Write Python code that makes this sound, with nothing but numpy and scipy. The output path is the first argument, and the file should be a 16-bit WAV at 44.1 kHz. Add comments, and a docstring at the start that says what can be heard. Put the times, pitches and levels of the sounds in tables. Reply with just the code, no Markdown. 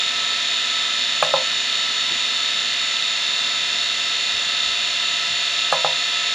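"""A quiet room, a small hard drive spinning on a table close to a stereo microphone.
The two worn ball bearings of its spindle sing a dense comb of steady tones through the metal
housing, over motor tones and the hiss of air dragged by the platters. Twice the head arm swings
out and back, knocking on its stop each way and ringing arm, housing and table.
A few soft bumps come through the table, and the room hums beneath."""
import sys
import numpy as np
from scipy import signal
from scipy.fft import rfft, irfft
from scipy.io import wavfile
from scipy.ndimage import map_coordinates

SR = 44100
rng = np.random.default_rng(int(sys.argv[2]) if len(sys.argv) > 2 else 0)


def store_pcm(level_fs):
    """Save levels as 16-bit WAV."""
    pcm = np.round(np.clip(level_fs, -1, 1) * 32767).astype(np.int16)
    wavfile.write(sys.argv[1], SR, np.atleast_2d(pcm).T)


N = 279594
FFT_SIZE = 2 ** 19

SHAFT_HZ, BALLS = 57.5078, 7
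UPPER, LOWER = 0, 1  # bearing numbers, as used in the tables
# per bearing: turn rate of the ball cage, and how often a ball's dent strikes a race
CAGE_HZ, STRIKE_HZ = (22.055, 22.0776), (223.64, 223.33)
BEAT_S = 10  # two dented balls at nearly one speed come back into step this often

# Levels are relative, ahead of the mix trims.
# turning-race tones with set levels: bearing, order, level/dB
TURNING_TONES = [(0, 35, -52), (0, 37, -52), (0, 49, -44), (0, 56, -45), (0, 70, -47), (0, 77, -43),
                 (0, 81, -47), (0, 83, -45), (0, 84, -46), (0, 89, -48), (0, 101, -38), (0, 103, -37),
                 (0, 104, -41), (0, 105, -32), (0, 106, -42), (0, 108, -42), (0, 110, -40), (0, 112, -41),
                 (0, 117, -46), (0, 119, -48), (0, 122, -48), (0, 123, -47), (0, 124, -46), (0, 125, -44),
                 (0, 143, -50), (0, 150, -49), (0, 146, -49), (0, 188, -51), (0, 192, -46), (0, 195, -47),
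                 (0, 199, -44), (0, 200, -51), (1, 28, -51), (1, 76, -46), (1, 78, -44), (1, 82, -47),
                 (1, 85, -43), (1, 92, -42), (1, 97, -44), (1, 99, -39), (1, 102, -40), (1, 103, -45),
                 (1, 104, -45), (1, 121, -42), (1, 123, -46), (1, 124, -43), (1, 145, -49), (1, 157, -51),
                 (1, 159, -50), (1, 166, -48)]
# fixed-race tones with set levels: bearing, cage order, shaft turns added, level/dB
FIXED_TONES = [(0, 42, 0, -55), (0, 56, 1, -52), (0, 63, -1, -51), (0, 77, 0, -50), (0, 82, 1, -50),
               (0, 110, 1, -48), (0, 117, 1, -47), (0, 124, 1, -47), (0, 164, 1, -44), (0, 165, -1, -46),
               (0, 165, 1, -45), (0, 166, -1, -45), (0, 166, 1, -40), (0, 167, -1, -40), (0, 185, 0, -46),
               (0, 192, 0, -49), (0, 199, 0, -44), (1, 27, 1, -57), (1, 29, -1, -52), (1, 55, 1, -53),
               (1, 89, 0, -47), (1, 135, 1, -48), (1, 156, 1, -43), (1, 166, -1, -42), (1, 170, -1, -44),
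               (1, 195, 0, -48)]
# loudest tones of dented balls: bearing, strike multiple, sideband, crest level/dB, crest t/s,
# relative size of the second ball's dent
DENT_TONES = [(0, 2, -1, -55, 0, .1), (0, 3, 1, -47, 7, .5), (0, 4, 0, -55, 3, .3), (0, 5, -1, -55, 3, .3),
              (0, 5, 1, -52, 0, .1), (0, 6, -1, -37.5, -1.9, .65), (0, 6, 0, -45, 1.8, .4),
              (0, 7, 0, -51, 3, .3), (0, 8, 0, -39, -1, .4), (0, 9, 0, -49, 3.5, .6),
              (0, 10, 0, -46, -.6, .4), (0, 11, -1, -44, .4, .7), (0, 11, 0, -41, 6, .7),
              (0, 11, 1, -39, -1, .9), (0, 12, 0, -42, 0, .7), (0, 12, 1, -33.5, 5.6, .8),
              (0, 13, 1, -40, 1.5, .7), (0, 14, 1, -42, -.4, .4), (0, 15, -1, -36, 7.8, .7),
              (0, 15, 1, -42, 7.8, .4), (0, 16, -1, -36, 1.6, .5), (0, 17, -1, -38, 3.8, .1),
              (0, 17, 1, -42, -.8, .7), (0, 18, 1, -44, 6.8, .7), (0, 19, 1, -45, 3.2, .7),
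              (0, 20, 0, -41, 4, .9), (1, 6, -1, -44, 1.6, .4)]
# uneven seating in the cage, a row per bearing: lag/deg of each ball
BALL_LAGS = [(0, .831, 1.92, 1.039, .752, 1.45, -.423), (0, .198, -1.143, -1.276, -.135, 1.14, 1.52)]
# uneven loading, a row per bearing: relative load on each ball
BALL_LOADS = [(1, 1, .68, .72, .85, .89, .36), (1, .96, .72, .88, .94, 1.45, 1.6)]
# colour the housing gives the weaker tones: f/Hz, level/dB
HOUSING_EQ = [(250, -69.5), (450, -77.5), (750, -75.5), (1000, -69), (1200, -70), (1310, -58),
              (1430, -63.5), (1620, -60.5), (1850, -53.5), (2200, -57), (2600, -49.5), (3350, -49.5),
              (3650, -46), (3950, -53.5), (4300, -47.5), (4500, -49), (4800, -54.5), (5150, -55),
              (6000, -58.5), (6400, -62.5), (6850, -51), (7100, -56), (7500, -67.5), (9400, -78.5),
              (13000, -90)]
# the frame dulls fixed races and balls on their way to the housing: f/Hz, gain/dB
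FRAME_EQ = [(800, 2), (1500, -2), (2000, -6), (3000, -10), (3650, -5), (4500, -10), (6000, -17),
            (9000, -11)]
# the head arm meets its stop: t/s, level/dB, brightness/(dB per octave), rasp/dB, rebound delay/ms,
# rebound share, ping/dB
ARM_KNOCKS = [(1.224, -3, 0.5, -27, 2.15, 0.59, -6.5), (1.3368, -3, -5, -41, 2.48, 0.073, -15),
              (5.7235, -3, 1, -30, 2.12, 0.5, -19), (5.8445, -4, -4.5, -37, 2.05, 0.3, -32)]
# ringing modes of arm, housing and table: f/Hz, level/dB, t60/s
KNOCK_MODES = [(525, -10.5, 0.63), (555, 6, 0.07), (591, -10, 0.57), (643, -13, 0.51), (703, -22, 0.65),
               (783, -10.5, 0.19), (833, 5.5, 0.059), (905, -12, 0.44), (964, -9, 0.74), (1028, 2, 0.1),
               (1077, -12, 0.15), (1257, 6, 0.031), (1377.5, 7, 0.024), (1700, -6, 0.055)]
# a thin part rings as the arm rebounds: f/Hz, delay/ms, t60/s
REBOUND_PING = (2520, 4.2, 0.015)
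# the table top's slow answer to a knock: f/Hz, level/dB, t60/s
TABLE_MODE = (155.5, -30, 0.22)
# motor pole tones: shaft order, level/dB
POLE_TONES = [(12, -49), (18, -59), (36, -39), (90, -57), (168, -61)]
# low bearing hum: f/Hz, level/dB
BEARING_HUM = [(154.5, -63.5), (223.2, -70)]
# stereo width of the drive: f/Hz, side gain/dB
DRIVE_WIDTH = [(300, -8), (700, -10), (1500, -16.5), (3000, -12), (4500, -11), (6000, -11), (9000, -8)]
# hiss of air dragged by the platters: f/Hz, density/dB
AIR_SPECTRUM = [(600, -86), (1150, -85), (1450, -82), (2300, -78), (3600, -72), (4350, -75), (4800, -80.5),
                (6000, -83), (6400, -85), (6900, -79), (7400, -83), (8000, -90), (10000, -98),
                (15000, -112)]
# how centred that hiss is: f/Hz, left-right correlation
AIR_CORRELATION = [(600, 0.33), (5000, 1.0), (10000, 0.99), (13000, 0.16)]
# soft bumps through the table: t/s, level/dB, f/Hz, t60/s
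TABLE_BUMPS = [(2.11, -34, 225, 0.17), (4.32, -46.5, 59.6, 0.43), (4.39, -40, 555, 0.32),
               (4.66, -44, 50.4, 0.34), (5.299, -42, 124, 0.25)]
# room tone: f/Hz, density/dB
ROOM_SPECTRUM = [(20, -112), (50, -81), (100, -78.5), (250, -72), (360, -78), (600, -75), (1200, -80.5),
                 (3000, -110), (9000, -102), (15000, -112)]
# how centred the room tone is: f/Hz, left-right correlation
ROOM_CORRELATION = [(25, 0.99), (100, 0.16), (400, 0.0), (2000, 0), (12000, 0.17)]


def bearings():
    """The main whine: races and dented balls of both bearings."""
    whine = turning_race(UPPER, level_db=-2.5, treble_db_per_octave=1.5)
    whine += turning_race(LOWER, level_db=-1.0, treble_db_per_octave=-5.5)
    whine += fixed_race(UPPER, level_db=-3.5) + fixed_race(LOWER, level_db=-4.5)
    whine += faint_strikes(UPPER, level_db=-1.5) + faint_strikes(LOWER, level_db=-6.5)
    return whine + dented_balls()


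def turning_race(bearing, level_db, treble_db_per_octave):
    """Every ball rolls over the same dents each lap, so orders a ball count apart stay nearly in step."""
    order = np.arange(7, 380)
    hz = order * (SHAFT_HZ - CAGE_HZ[bearing])
    level_scatter, phase_scatter = rng.standard_normal((len(order), 2)).T
    db = curve(HOUSING_EQ, hz) + level_db + spacing_db(bearing, order)
    db += 7 * np.clip(level_scatter, -3, .6)
    db += treble_db_per_octave * np.maximum(np.log2(hz / 3600), 0)
    for which, tone_order, tone_db in TURNING_TONES:
        if which == bearing:
            db[order == tone_order] = tone_db
    looseness_rad = np.clip(3600 / hz, 0, 3)  # the treble is the most pulse-like
    phase = rng.uniform(0, 2 * np.pi, BALLS)[order % BALLS] + looseness_rad * phase_scatter
    return tones(hz, db, phase, slip_ms=0.039)


def fixed_race(bearing, level_db):
    """The fixed race repeats with the cage, rocked once a turn by the shaft."""
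    order, turns = (grid.ravel() for grid in np.meshgrid(np.arange(20, 500), np.arange(-1, 2)))
    hz = order * CAGE_HZ[bearing] + turns * SHAFT_HZ
    level_scatter, phase_scatter = rng.standard_normal((len(hz), 2)).T
    db = curve(HOUSING_EQ, hz) + curve(FRAME_EQ, hz) + level_db + spacing_db(bearing, order)
    db += 10 * np.clip(level_scatter, -3, .9)
    for which, tone_order, tone_turns, tone_db in FIXED_TONES:
        if which == bearing:
            db[(order == tone_order) & (turns == tone_turns)] = tone_db
    return tones(hz, db, 10 * phase_scatter, slip_ms=0.033)


def spacing_db(bearing, order):
    """How well the balls add up on each order, given their seats and loads."""
    angle = 2 * np.pi * np.arange(BALLS) / BALLS + np.radians(BALL_LAGS[bearing])
    load = np.array(BALL_LOADS[bearing])
    power = abs(np.exp(1j * order[:, None] * angle) @ load) ** 2 / (load @ load)
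    return 10 * np.log10(power + 0.07)


def dented_balls():
    """Two dented balls beat at nearly equal pitch, so each strike tone slowly swells and fades."""
    t = np.arange(N) / SR
    rolling_t = t + slip(ms=0.049)
    out = np.zeros(N)
    for bearing, multiple, sideband, db, crest_s, second_dent in DENT_TONES:
        beat = np.cos(2 * np.pi * (t - crest_s) / BEAT_S)
        swell = np.sqrt(1 + second_dent ** 2 + 2 * second_dent * beat) / (1 + second_dent)
        cycles = strike_hz(bearing, multiple, sideband) * rolling_t + rng.random()
        out += amp(db) * swell * np.sqrt(2) * np.sin(2 * np.pi * cycles)
    return out


def faint_strikes(bearing, level_db):
    """Weak strike partials of random size fill the comb between the loud ones."""
    hz = strike_hz(bearing, np.arange(2, 50)[:, None], np.arange(-3, 4)).ravel()
    level_scatter, phase_scatter = rng.standard_normal((len(hz), 2)).T
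    db = curve(HOUSING_EQ, hz) + curve(FRAME_EQ, hz) + level_db + 6 * np.clip(level_scatter, -3, 1.5)
    loud_hz = [strike_hz(*row[:3]) for row in DENT_TONES]
    gap_hz = abs(hz[:, None] - loud_hz).min(1)
    db[gap_hz <= 1.5] -= 100  # keep clear of the loud tones
    return tones(hz, db, 10 * phase_scatter, slip_ms=0.15)


def strike_hz(bearing, multiple, sideband):
    """A ball strikes both races while carried through the load, which adds sidebands."""
    return multiple * STRIKE_HZ[bearing] + sideband * (SHAFT_HZ - CAGE_HZ[bearing])


def slip(ms):
    """Slow timing wander in seconds, scaled by ms, as rolling parts hurry and fall back."""
    t = np.arange(N) / SR
    sways = (np.sin(2 * np.pi * (hz * t + rng.random())) * .1 / hz for hz in np.geomspace(.1, 1.2, 6))
    return ms / 1000 * sum(sways)


def arm_knock(db, bright_db_per_octave, rasp_db, rebound_ms, rebound_share, ping_db):
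    """The arm hits its stop: a ringing body, a rasp on top, the table below and a thin ping."""
    t = np.arange(SR // 2) / SR
    body = knock_body(t, bright_db_per_octave, rebound_ms, rebound_share)
    rasp = butter(rng.standard_normal(len(t)), 5, [6500, 11000], "band")
    rasp *= amp(rasp_db) * (t / 0.0017 * np.exp(1 - t / 0.0012) + 0.5 * np.exp(-t / 0.033))
    table = ring(t, *TABLE_MODE) * (1 - np.exp(-t / 0.0046))
    ping_hz, delay_ms, t60 = REBOUND_PING
    ping = ring(np.maximum(t - delay_ms / 1000, 0), ping_hz, ping_db, t60)
    return amp(db) * (body + rasp + table + ping)


def knock_body(t, bright_db_per_octave, rebound_ms, rebound_share):
    """A blow, two rebounds and a short chatter ring the modes."""
    hz, db, t60 = np.transpose(KNOCK_MODES)[:, :, None]
    polarity = (-1) ** np.round(hz / 250)  # neighbouring panels move in opposite senses
    modes = (polarity * ring(t, hz, db + bright_db_per_octave * np.log2(hz / 800), t60)).sum(0)
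    blows = sum(size * np.exp(-((t[:600] - .0006 - k * rebound_ms / 1000) / 0.00004) ** 2)
                for k, size in enumerate([.7, -rebound_share, 0.52 * rebound_share]))
    hit = signal.fftconvolve(modes, blows)[:len(t)]
    rattle = rng.standard_normal(len(t)) * amp(-60 * t / 0.13) * (1 - np.exp(-t / 0.0023))
    chatter = signal.fftconvolve(modes, rattle)[:len(t)]
    body = hit / abs(hit).max() + amp(-12) * chatter / abs(chatter).max()
    body *= amp(-60 * np.maximum(t - 0.085, 0) / 0.12)  # the ring dies away quickly after 85 ms
    return butter(body, 4, 430, "high")  # too small to radiate bass


def steady_tones():
    """Motor pole tones locked to the shaft and a low bearing hum, all free of slip."""
    poles = [(order * SHAFT_HZ, db) for order, db in POLE_TONES]
    hz, db = np.transpose(poles + BEARING_HUM)
    return tones(hz, db, rng.uniform(0, 2 * np.pi, len(hz)), slip_ms=0)


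def table_echoes(mono):
    """Echoes off the table reach the two capsules a little differently and widen the drive."""
    echoes = rng.standard_normal(1024) * np.exp(-np.arange(1024) / 49.0)
    echoes /= np.linalg.norm(echoes)
    hz = np.fft.rfftfreq(FFT_SIZE, 1 / SR)
    quadrature = 1j * rfft(echoes, FFT_SIZE).imag  # the capsules differ in phase, hardly in level
    side = irfft(rfft(mono, FFT_SIZE) * quadrature * amp(curve(DRIVE_WIDTH, hz)))[:N]
    return np.array([mono + side, mono - side])


def table_bump(db, hz, t60):
    """A soft thud through the table: one pitch in a dull puff of noise."""
    t = np.arange(SR // 3) / SR
    puff = butter(rng.standard_normal(len(t)), 2, [0.62 * hz, 1.66 * hz], "band")
    envelope = amp(db - 60 * t / t60) * (1 - np.exp(-t / 0.0029))
    return envelope * (np.sin(2 * np.pi * hz * t) + puff / puff.std())


def noise_bed(spectrum, correlation):
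    """Steady stereo noise for platter air or room tone, partly shared by left and right."""
    hz = np.fft.rfftfreq(FFT_SIZE, 1 / SR)
    left, independent = rfft(rng.standard_normal((2, FFT_SIZE)))
    shared = np.clip(curve(correlation, hz), 0, 1)
    right = shared * left + np.sqrt(1 - shared ** 2) * independent
    return irfft(np.array([left, right]) * amp(curve(spectrum, hz)) * np.sqrt(SR / 2))[:, :N]


def tones(hz, db, phase, slip_ms):
    """A bank of steady sines of rms level db that slip together."""
    spectrum = np.zeros(FFT_SIZE // 2 + 1, complex)
    bins = np.round(hz * FFT_SIZE / SR).astype(int)
    np.add.at(spectrum, bins, amp(db) * np.exp(1j * phase) * FFT_SIZE / np.sqrt(2))
    playhead = np.arange(N) + SR + slip(slip_ms) * SR
    return map_coordinates(irfft(spectrum), [playhead], order=3)


def ring(t, hz, db, t60):
    """A struck mode: a sine that falls 60 dB in t60 seconds."""
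    return amp(db - 60 * t / t60) * np.sin(2 * np.pi * hz * t)


def butter(sound, order, hz, kind):
    return signal.sosfilt(signal.butter(order, hz, kind, fs=SR, output="sos"), sound)


def curve(points, hz):
    """Read a breakpoint curve along a log frequency axis."""
    point_hz, value = np.transpose(points)
    return np.interp(np.log(hz + 1), np.log(point_hz + 1), value)


def amp(db):
    return 10 ** (np.asarray(db) / 20)


def add(mix, start_s, sound):
    part = mix[round(start_s * SR):][:len(sound)]
    part += sound[:len(part)]


def scene():
    """Drive and air up close, bumps in the centre, room tone underneath."""
    drive = amp(-0.32) * (bearings() + steady_tones())
    for start_s, *knock in ARM_KNOCKS:
        add(drive, start_s, arm_knock(*knock))
    bumps = np.zeros(N)
    for start_s, *bump in TABLE_BUMPS:
        add(bumps, start_s, table_bump(*bump))
    close = table_echoes(drive) + noise_bed(AIR_SPECTRUM, AIR_CORRELATION)
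    close *= amp([[-.55], [.55]])  # a touch to the right
    return close + bumps + noise_bed(ROOM_SPECTRUM, ROOM_CORRELATION)


def record(dry):
    """The recorder's band limit: a steep cut above 15 kHz."""
    lowpass = signal.firwin(511, 15000, window=("kaiser", 9), fs=SR)
    return signal.oaconvolve(dry, lowpass[None], "same")


dry = scene()
out = record(dry)
store_pcm(out)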